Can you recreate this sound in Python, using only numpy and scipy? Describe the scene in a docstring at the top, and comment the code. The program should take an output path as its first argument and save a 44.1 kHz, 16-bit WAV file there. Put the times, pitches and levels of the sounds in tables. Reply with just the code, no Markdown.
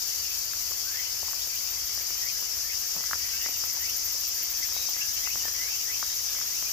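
"""A walk along a gravel path in summer woods, 6.7 s. From the start: noise of leaves and blurred far cicadas,
filtered traffic rumble, gliding bird whistles and chirps, and a near cicada whose clicks ring body modes in
about 13 throbs/s. A far singer's click comb fades by 4 s as a second grows from the start to full strength at
1.8 s. Stones snap as wavelets amid grit ticks from 0.5 s, loudest near 3.1 s, with low heel thuds from 3 s; the
near cicada peaks near 4 s; snaps and whistles go on to the end."""
import sys
import numpy as np
from scipy import signal
from scipy.fft import rfft, irfft
from scipy.io import wavfile

SR = 44100
rng = np.random.default_rng(int(sys.argv[2]) if len(sys.argv) > 2 else 0)


def unload_audio(sound):
    """Save the sound as a 16-bit wav file, at the path given as the first command line argument."""
    columns = np.transpose(np.atleast_2d(sound))
    # keep every value between -1 and 1, then stretch to whole-number steps
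    steps = np.round(np.clip(columns, -1, 1) * 32767)
    wavfile.write(sys.argv[1], SR, steps.astype(np.int16))


N = 296352

# Far traffic, relative spectrum: freq_hz, density_db
RUMBLE_SPECTRUM = [(12, -39), (20, -10), (65, 0.5), (84, -1), (140, -18.5), (180, -30), (310, -120)]
# Leaves and low air, relative spectrum: freq_hz, density_db
AIR_SPECTRUM = [(76, -31), (130, -8.5), (176, -10.5), (435, -7), (922, -4), (1140, -2), (1500, -2),
                (2120, 0), (3010, -1.5), (3600, -11), (4680, -35), (7920, -120)]
# Far cicadas, relative spectrum: freq_hz, density_db
CHORUS_SPECTRUM = [(2000, -24), (3300, -11.5), (3650, -12.5), (4000, -9.5), (4350, -7.5), (4600, -1.5),
                   (5000, -1), (5700, 2.5), (6850, 1), (7500, -7), (8900, -16.5), (11000, -8), (13000, -4),
                   (14500, -2.5), (16000, -10)]
# Left-right likeness of the diffuse sounds: freq_hz, correlation (0 to 1)
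LIKENESS = [(35, 0.5), (80, 0.78), (170, 0.9), (350, 0.78), (700, 0.5), (1400, 0.08), (2500, 0), (15000, 0)]
# Stereo lean of the diffuse sounds: freq_hz, left_minus_right_db
LEAN = [(30, 3), (60, -1), (100, 0.5), (180, 1.5), (310, -0.2), (550, 2.5), (950, 0.5), (1650, 3),
        (2860, 6), (4970, 10), (8640, 6), (15000, 8.5)]
# Bands of the hiss with separate random level flutter: edge_hz
FLUTTER_EDGES_HZ = [1500, 1900, 2300, 2700, 3100, 3500, 3900, 4300]
# Chorus level and extra lean: time_s, level_db, left_minus_right_db
CHORUS_LEVEL = [(0, -31, -2.5), (1.3, -32, -3), (4.06, -31, -4), (6.72, -30.5, -4.5)]
# Two steady far singers, one curve each: time_s, clicks_per_s, level_db (before the tymbal band)
DRONES = [
    [(0, 380.5, -5), (1.5, 380.5, -5), (2.2, 380, -8), (3.2, 380, -11), (4, 380, -30), (6.72, 380, -44)],
    [(0, 393, -25), (1.8, 392.5, -5), (4.2, 392, -3), (4.6, 390, -4), (5.1, 387.5, -4), (6.72, 386, -4.5)],
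]
# Tymbal resonance of each steady singer: low_hz, high_hz
DRONE_BANDS = [(4300, 5500), (4700, 6200)]
# Gliding whistles: start_s, length_s, from_hz, to_hz, level_db (at 2 kHz), peak (share of length)
SWEEPS = [(.17, .17, 1750, 2900, -49, .9), (.63, .07, 1900, 2700, -48, .4), (.83, .08, 1500, 1750, -46, .5),
          (.9, .14, 1700, 3100, -41.5, .5), (.95, .125, 1900, 3300, -40.5, .75),
          (1.21, .09, 1800, 3100, -47, .7), (1.42, .16, 1750, 3300, -48, .7),
          (1.86, .06, 1900, 2500, -48, .4), (1.98, .05, 2100, 2600, -47, .7),
          (2.1, .1, 2900, 3250, -46, .9), (2.21, .115, 1920, 3150, -40, .45),
          (2.34, .08, 1600, 2100, -46, .5), (2.62, .12, 1750, 3100, -42, .8),
          (3.19, .08, 2200, 2500, -42, .8), (3.31, .07, 1550, 1750, -47, .6),
          (3.32, .07, 2170, 2350, -44, .5), (3.39, .125, 1850, 3100, -39, .5),
          (3.72, .185, 1650, 3150, -40.5, .8), (4.26, .05, 2300, 2750, -47, .8),
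          (4.33, .1, 1750, 2900, -45, .85), (4.49, .06, 2000, 2800, -46, .8),
          (4.58, .085, 1750, 3250, -41, .85), (4.86, .09, 3400, 1850, -45, .9),
          (4.95, .08, 1950, 3300, -40, .85), (5.12, .13, 3100, 3400, -48, .8),
          (5.17, .11, 1800, 2900, -42, .85), (5.24, .092, 1950, 3250, -38, .85),
          (5.54, .19, 1950, 2900, -40, .5), (5.71, .07, 2600, 3300, -44, .7),
          (5.77, .05, 2300, 2900, -47, .6), (5.84, .115, 1800, 3400, -39, .7),
          (6.07, .08, 1900, 2700, -47, .5), (6.46, .1, 1850, 2600, -46, .6),
          (6.64, .065, 2350, 3250, -38, .75)]
# Held notes: start_s, length_s, pitch_hz, level_db (at 2 kHz), octave (amplitude ratio)
HELD = [(.27, .1, 2620, -47, 0), (2.97, .11, 1990, -45, 0), (3.2, .11, 1920, -42, 0),
        (3.29, .17, 2650, -47, 0), (3.39, .05, 2850, -44, 0), (4.73, .18, 3840, -45.5, 0),
        (4.98, .15, 1690, -42.5, .2), (5.41, .1, 1800, -41, 0), (6.01, .14, 3900, -48.5, 0),
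        (6.23, .21, 1690, -47.5, 1.3)]
# Random bird chatter: time_s, chirps_per_s
CHATTER = [(0, 30), (.7, 30), (.9, 45), (1.3, 25), (2.8, 28), (3.3, 58), (3.7, 35), (4.3, 25), (4.9, 40),
           (5.8, 50), (6.72, 35)]
# Near cicada level: time_s, level_db
SINGER_LEVEL = [(0, -51), (.6, -47), (1.2, -48), (1.7, -45.5), (2.2, -45.5), (2.6, -47), (3.4, -47.5),
                (3.7, -42.5), (4, -40.5), (4.5, -42), (5.2, -44.5), (5.8, -46.5), (6.15, -46.5),
                (6.72, -49)]
# Near cicada body modes: freq_hz, width_hz, level_db, delay (throbs)
BODY_MODES = [(13100, 800, -7, -0.1), (13600, 700, 3.5, -0.08), (14050, 800, 2, -0.03),
              (14900, 1300, -1.5, 0.03), (5050, 680, -7, 0.4), (6990, 200, -5, -0.13)]
# Stones underfoot: time_s, envelope_peak_db, pitch_hz, cycles (nominal length)
SNAPS = [(0.535, -31.5, 1540, 5.1), (0.7117, -38, 580, 2.2), (0.719, -32.5, 1100, 2.5),
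         (1.226, -43, 380, 1.6), (1.2312, -31.5, 760, 3), (1.284, -34.5, 970, 4.7),
         (1.334, -30.5, 1250, 2.9), (1.474, -39, 622, 3), (1.478, -47, 340, 2.3), (1.8202, -37, 1200, 2),
         (1.977, -37, 885, 2.5), (2.1062, -31.5, 860, 1.1), (2.425, -37, 810, 1.6), (2.9535, -37, 600, 1.2),
         (2.9656, -29.5, 700, 1.4), (2.977, -37, 500, 1.1), (2.986, -36, 600, 1.3), (2.999, -38, 400, 0.97),
         (3.007, -33, 700, 1.2), (3.0398, -30, 1390, 3.3), (3.1118, -22, 1420, 3.9),
         (3.1331, -14.5, 1510, 4.1), (3.155, -33, 700, 1.2), (3.4624, -22.5, 1088, 1.2),
         (3.4866, -31.5, 785, 1.6), (3.494, -39, 330, 1.7), (3.6387, -29.5, 1193, 2.5),
         (3.7727, -40.5, 900, 7.9), (4.152, -44, 497, 4), (4.6889, -39, 1200, 3.6), (4.722, -35, 1400, 2.7),
         (4.766, -32, 755, 2.3), (4.8892, -37, 876, 4.3), (4.9663, -29, 1170, 1.1), (5.274, -27, 1220, 3.1),
         (5.358, -26.5, 1160, 1.6), (5.4142, -38, 1050, 2.6), (5.4541, -32, 706, 2.9),
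         (5.483, -21.5, 1270, 0.85), (6.0284, -21.5, 1300, 3.6), (6.3509, -32, 1430, 2.9),
         (6.3868, -38, 1110, 3), (6.414, -29.6, 1373, 3.8), (6.6264, -28, 1210, 1.4)]
# Heel on the ground: time_s, peak_db
THUDS = [(2.96, -49), (5.333, -52.5), (5.44, -59)]

RUMBLE_DB, RUMBLE_SWAY_DB = -56.5, 0.8
AIR_DB, AIR_SWAY_DB = -50.5, 0.6
THROBS_PER_S, FIRST_THROB_S = 12.825, 0.078
WEAK_SIDE_DB = 3   # every other click is softer by this
BEAD_DB, BEAD_DELAY_THROBS = 3, 0.41   # the steady far singers throb too
SHIMMER_HZ = 380   # width of their flickering bands
GLIDE_POWER = 2.3   # glides start slowly, end fast
HELD_PEAK, FADE_DB = .45, 10   # loudest share of length; loss one length away
BIRD_BRIGHT_DB = 4.5   # gain per octave above 2 kHz
CHIRP_LENGTH_S, CHIRP_START_HZ = (.02, .06), (1800, 3300)   # ranges
CHIRP_PITCH_RATIO, CHIRP_LEVEL_DB = (1.0, 1.4), (-54, -48)   # ranges, level at 2 kHz
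BREATH = .7   # depth of the noisy flutter in the whistles
BIRD_DIRECT_DB, BIRD_TREES_DB = -5.5, -3.5
SINGER_CLICKS_PER_S = 377
SNAP_LEAN_DB, SNAP_SCATTER_DB = 0.5, 0.5   # left minus right: mean, spread
CRACK_DB, PUSH_DB = -14, -23   # against the main wavelet
GRIT_PER_S, CRUNCH_DB, CRUNCH_S = 40, 15, 0.027   # base rate; rate gain (20 log) and reach at a stone
CUTOFF_HZ = 15500


def from_db(db):
    """Decibels to amplitude gain."""
    return 10 ** (np.asarray(db) / 20)


def rms_one(x):
    """Scale to unit rms."""
    return x / np.sqrt(np.mean(x ** 2) + 1e-20)


def in_time(rows):
    """Columns of a time curve, interpolated at each sample."""
    time_s, *columns = np.transpose(rows)
    return [np.interp(np.arange(N) / SR, time_s, column) for column in columns]


def at_hz(points, hz):
    """Read a spectrum table on a log-frequency axis."""
    table_hz, values = np.array(points).T
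    return np.interp(np.log(hz), np.log(table_hz), values)


def drift(corner_hz):
    """Unit-rms random wander: two-pole lowpass noise, computed at SR / 40."""
    r = np.exp(-80 * np.pi * corner_hz / SR)
    noise = rng.standard_normal(N // 40 + 2002)
    slow = signal.lfilter([1], [1, -2 * r, r * r], noise)[2000:]   # drop the settling
    return np.interp(np.arange(N) / 40, np.arange(len(slow)), rms_one(slow))


def ring(clicks, hz, t60_s):
    """Two-pole resonator: each unit click starts a decaying sine of height 1."""
    r, w = from_db(-60 / (t60_s * SR)), 2 * np.pi * hz / SR
    return signal.lfilter([0, np.sin(w)], [1, -2 * r * np.cos(w), r * r], clicks + 1e-18)


def sides(left_minus_right_db):
    """Left and right gains for a level difference."""
    return from_db(np.array([left_minus_right_db / 2, -left_minus_right_db / 2]))


def coloured(pair, spectrum):
    """Shape two unrelated flat sounds to a spectrum, likeness and lean; mid rms 1."""
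    hz = np.maximum(np.arange(N // 2 + 1) * SR / N, 1)
    mid, side = rfft(pair) * from_db(at_hz(spectrum, hz))
    alike = np.clip(at_hz(LIKENESS, hz), -.99, .99)
    both = np.sqrt(1 + alike) * mid + np.sqrt(1 - alike) * side * [[1], [-1]]
    out = irfft(both * sides(at_hz(LEAN, hz)), N)
    return out / np.std(out.mean(axis=0))


def band_flutter(x, edges_hz, sway_db, corner_hz):
    """Give each band between the edges its own random level flutter."""
    out = x.copy()
    for low_hz, high_hz in zip(edges_hz, edges_hz[1:]):
        band = signal.butter(2, [low_hz, high_hz], "band", fs=SR, output="sos")
        out += (from_db(sway_db * drift(corner_hz)) - 1) * signal.sosfilt(band, x)
    return out


def trees(x, t60_s):
    """Scatter among trunks: a decaying noise tail, independent for each ear."""
    t = np.arange(int(.4 * SR)) / SR
    tail = rng.standard_normal((2, len(t))) * from_db(-60 * t / t60_s)
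    tail /= np.sqrt(np.sum(tail ** 2, axis=1, keepdims=True))
    return signal.fftconvolve(x[None], tail, axes=1)[:, :N]


def click_train(per_s, jitter, jitter_hz, uneven_db):
    """Two tymbals click in turn, once per cycle of a wavering rate, with uneven sizes."""
    rate = per_s * (1 + jitter * drift(jitter_hz))
    turns = np.floor(np.cumsum(rate) / SR + rng.random())
    size_db = uneven_db * rng.standard_normal(N) - WEAK_SIDE_DB * (turns % 2)
    return (np.diff(turns, prepend=0) > 0) * from_db(size_db)


def traffic_rumble():
    """Far traffic: low coloured noise with a slow sway."""
    level_db = RUMBLE_DB + RUMBLE_SWAY_DB * drift(3.7)
    return from_db(level_db) * coloured(rng.standard_normal((2, N)), RUMBLE_SPECTRUM)


def low_air():
    """Leaves and blurred far sound: coloured noise with a slow sway."""
    level_db = AIR_DB + AIR_SWAY_DB * drift(4.0)
    return from_db(level_db) * coloured(rng.standard_normal((2, N)), AIR_SPECTRUM)


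def chorus():
    """Many far cicadas blur to noise; two keep a click rate that shows as a comb of lines."""
    level_db, pan_db = in_time(CHORUS_LEVEL)
    pair = rng.standard_normal((2, N)) * from_db(0.6 * drift(24.0))
    throbs = THROBS_PER_S * (np.arange(N) / SR - FIRST_THROB_S)
    bead_db = BEAD_DB * np.cos(2 * np.pi * (throbs - BEAD_DELAY_THROBS))
    for drone, band_hz in zip(DRONES, DRONE_BANDS):
        clicks_per_s, drone_db = in_time(drone)
        body = signal.butter(3, band_hz, "band", fs=SR, output="sos")
        clicks = rms_one(click_train(clicks_per_s, jitter=.0055, jitter_hz=20.0, uneven_db=2.5))
        song = signal.sosfilt(body, clicks)
        heard = [[1.1], [.4]] * song[None] + .7 * trees(song, t60_s=0.3)
        heard = band_flutter(heard, np.arange(*band_hz, SHIMMER_HZ), sway_db=2.5, corner_hz=14.0)
        ear_sway_db = 0.85 * np.array([drift(31.0), drift(22.0)])
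        pair += from_db(drone_db + bead_db + ear_sway_db) * heard
    return from_db(level_db) * sides(pan_db) * coloured(pair, CHORUS_SPECTRUM)


def chatter():
    """Short chirps of random time, pitch and glide, as whistle arguments."""
    chirps_per_s, = in_time(CHATTER)
    draws = rng.random((400, 6))
    starts_s = draws[:, 0] * (N / SR - .1)
    chance = chirps_per_s[(starts_s * SR).astype(int)] * N / SR / len(draws)
    sung = draws[:, 1] < chance
    ranges = [CHIRP_LENGTH_S, CHIRP_START_HZ, CHIRP_PITCH_RATIO, CHIRP_LEVEL_DB]
    length_s, hz, ratio, level_db = [low + (high - low) * draws[:, k + 2]
                                     for k, (low, high) in enumerate(ranges)]
    return [(starts_s[k], length_s[k], hz[k], hz[k] * ratio[k], level_db[k], HELD_PEAK, 0)
            for k in np.flatnonzero(sung)]


def whistle(start_s, length_s, from_hz, to_hz, level_db, peak, octave, waver):
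    """One note, a gliding sine plus its octave: sample indices and sound."""
    i = np.arange(int(start_s * SR), min(int((start_s + length_s) * SR), N))
    gone = np.linspace(0, 1, len(i))
    hz = from_hz * (to_hz / from_hz) ** gone ** GLIDE_POWER
    phase = 2 * np.pi * np.cumsum(hz * waver[i]) / SR
    edge = np.clip(np.minimum(gone, 1 - gone) * length_s / .008, 0, 1)   # 8 ms ramps
    gain_db = level_db - FADE_DB * np.abs(gone - peak) + BIRD_BRIGHT_DB * np.log2(hz / 2000)
    return i, from_db(gain_db) * edge * (np.sin(phase) + octave * np.sin(2 * phase))


def birds():
    """Hoarse whistles and chirps, heard directly and scattered by trees."""
    out, waver = np.zeros(N), 1 + 0.016 * drift(90.0)
    notes = [(*row, 0) for row in SWEEPS]
    notes += [(start_s, length_s, hz, hz, level_db, HELD_PEAK, octave)
              for start_s, length_s, hz, level_db, octave in HELD]
    for note in notes + chatter():
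        i, sound = whistle(*note, waver)
        out[i] += sound
    # leaves and motion break up the level
    out *= from_db(2.5 * drift(40.0)) * (1 + BREATH * drift(220.0))
    direct = np.array([out, np.roll(out, 9)])   # right ear 9 samples late
    return from_db(BIRD_DIRECT_DB) * direct + from_db(BIRD_TREES_DB) * trees(out, t60_s=.16)


def near_singer():
    """Clicks ring the body modes; the pumping abdomen opens each mode once per throb."""
    level_db, = in_time(SINGER_LEVEL)
    # the pumping is not quite even
    throbs = THROBS_PER_S * (np.arange(N) / SR - FIRST_THROB_S) + .04 * drift(3.0)
    clicks = click_train(SINGER_CLICKS_PER_S, jitter=.02, jitter_hz=2.0, uneven_db=2.5)
    rasp = rms_one(clicks) + .5 * rng.standard_normal(N)
    out = np.zeros(N)
    for hz, width_hz, mode_db, delay in BODY_MODES:
        opening = np.exp(1.2 * (np.cos(2 * np.pi * (throbs - delay)) - 1))
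        t60_s = 1.5 / width_hz
        mode = ring(ring(rasp, hz, t60_s), hz, t60_s)
        out += from_db(mode_db) * opening * rms_one(mode)
    highpass = signal.butter(4, 4200, "high", fs=SR, output="sos")
    out = from_db(level_db) * signal.sosfilt(highpass, out)
    direct = from_db(-1.0) * out * sides(7.1)[:, None]
    return direct + from_db(-2.0) * trees(out, t60_s=0.027) * sides(2.2)[:, None]


def stone_snap(t, hz, cycles):
    """A short wavelet with a crack an octave up and a low push at a third of the pitch."""
    spread_s = np.where(t < 0, .2, .24) * cycles / hz   # falls a little slower than it rises
    snap = np.exp(-np.abs(t / spread_s) ** 2.0) * np.sin(2 * np.pi * hz * t)
    snap += from_db(CRACK_DB) * np.exp(-(t * hz / .4) ** 2) * np.sin(4 * np.pi * hz * t)
    snap += from_db(PUSH_DB) * np.exp(-(t * hz / 1.2) ** 2) * np.sin(2 * np.pi * hz / 3 * t)
    return snap


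def heel_thuds():
    """Each heel strike rings the ground at 169 Hz."""
    heels = np.zeros(N)
    for time_s, peak_db in THUDS:
        heels[int(time_s * SR)] = from_db(peak_db)
    return ring(heels, 169.0, 0.2)


def grit_ticks(nearness):
    """Random small clicks ring six pitches, most densely around the stones."""
    struck = rng.random(N) < GRIT_PER_S * from_db(CRUNCH_DB * nearness) / SR
    size = from_db(4.5 * np.minimum(rng.exponential(1, N), 3))
    grit = struck * size * rng.choice([-1, 1], N)
    dealt = rng.integers(0, 6, N)   # which pitch each grain rings
    ticks = sum(ring(grit * (dealt == k), hz, 2.36 / hz)
                for k, hz in enumerate(np.geomspace(300, 2200, 6)))
    highpass = signal.butter(2, 250, "high", fs=SR, output="sos")
    return from_db(-52.0) * signal.sosfilt(highpass, ticks)


def gravel():
    """Footsteps: stone snaps, heel thuds and grit, with a faint scatter from the trees."""
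    out, t, nearness = np.zeros((2, N)), np.arange(-300, 300) / SR, np.zeros(N)
    pans_db = SNAP_LEAN_DB + SNAP_SCATTER_DB * rng.standard_normal(len(SNAPS))
    for (time_s, level_db, hz, cycles), pan_db in zip(SNAPS, pans_db):
        i = int(time_s * SR) - len(t) // 2
        out[:, i:i + len(t)] += from_db(level_db) * sides(pan_db)[:, None] * stone_snap(t, hz, cycles)
        nearness = np.maximum(nearness, np.exp(-np.abs(np.arange(N) / SR - time_s) / CRUNCH_S))
    out += heel_thuds() + grit_ticks(nearness)
    return out + from_db(-10) * trees(out.mean(axis=0), t60_s=.1)


def scene():
    """Sum of all sources at the two microphones."""
    hiss = band_flutter(low_air() + chorus(), FLUTTER_EDGES_HZ, sway_db=2.2, corner_hz=12.0)
    return traffic_rumble() + hiss + birds() + near_singer() + gravel()


def record(dry):
    """Steep elliptic lowpass on the treble."""
    lowpass = signal.ellip(14, .3, 75, CUTOFF_HZ, fs=SR, output="sos")
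    return signal.sosfilt(lowpass, dry)


dry = scene()
out = record(dry)
unload_audio(out)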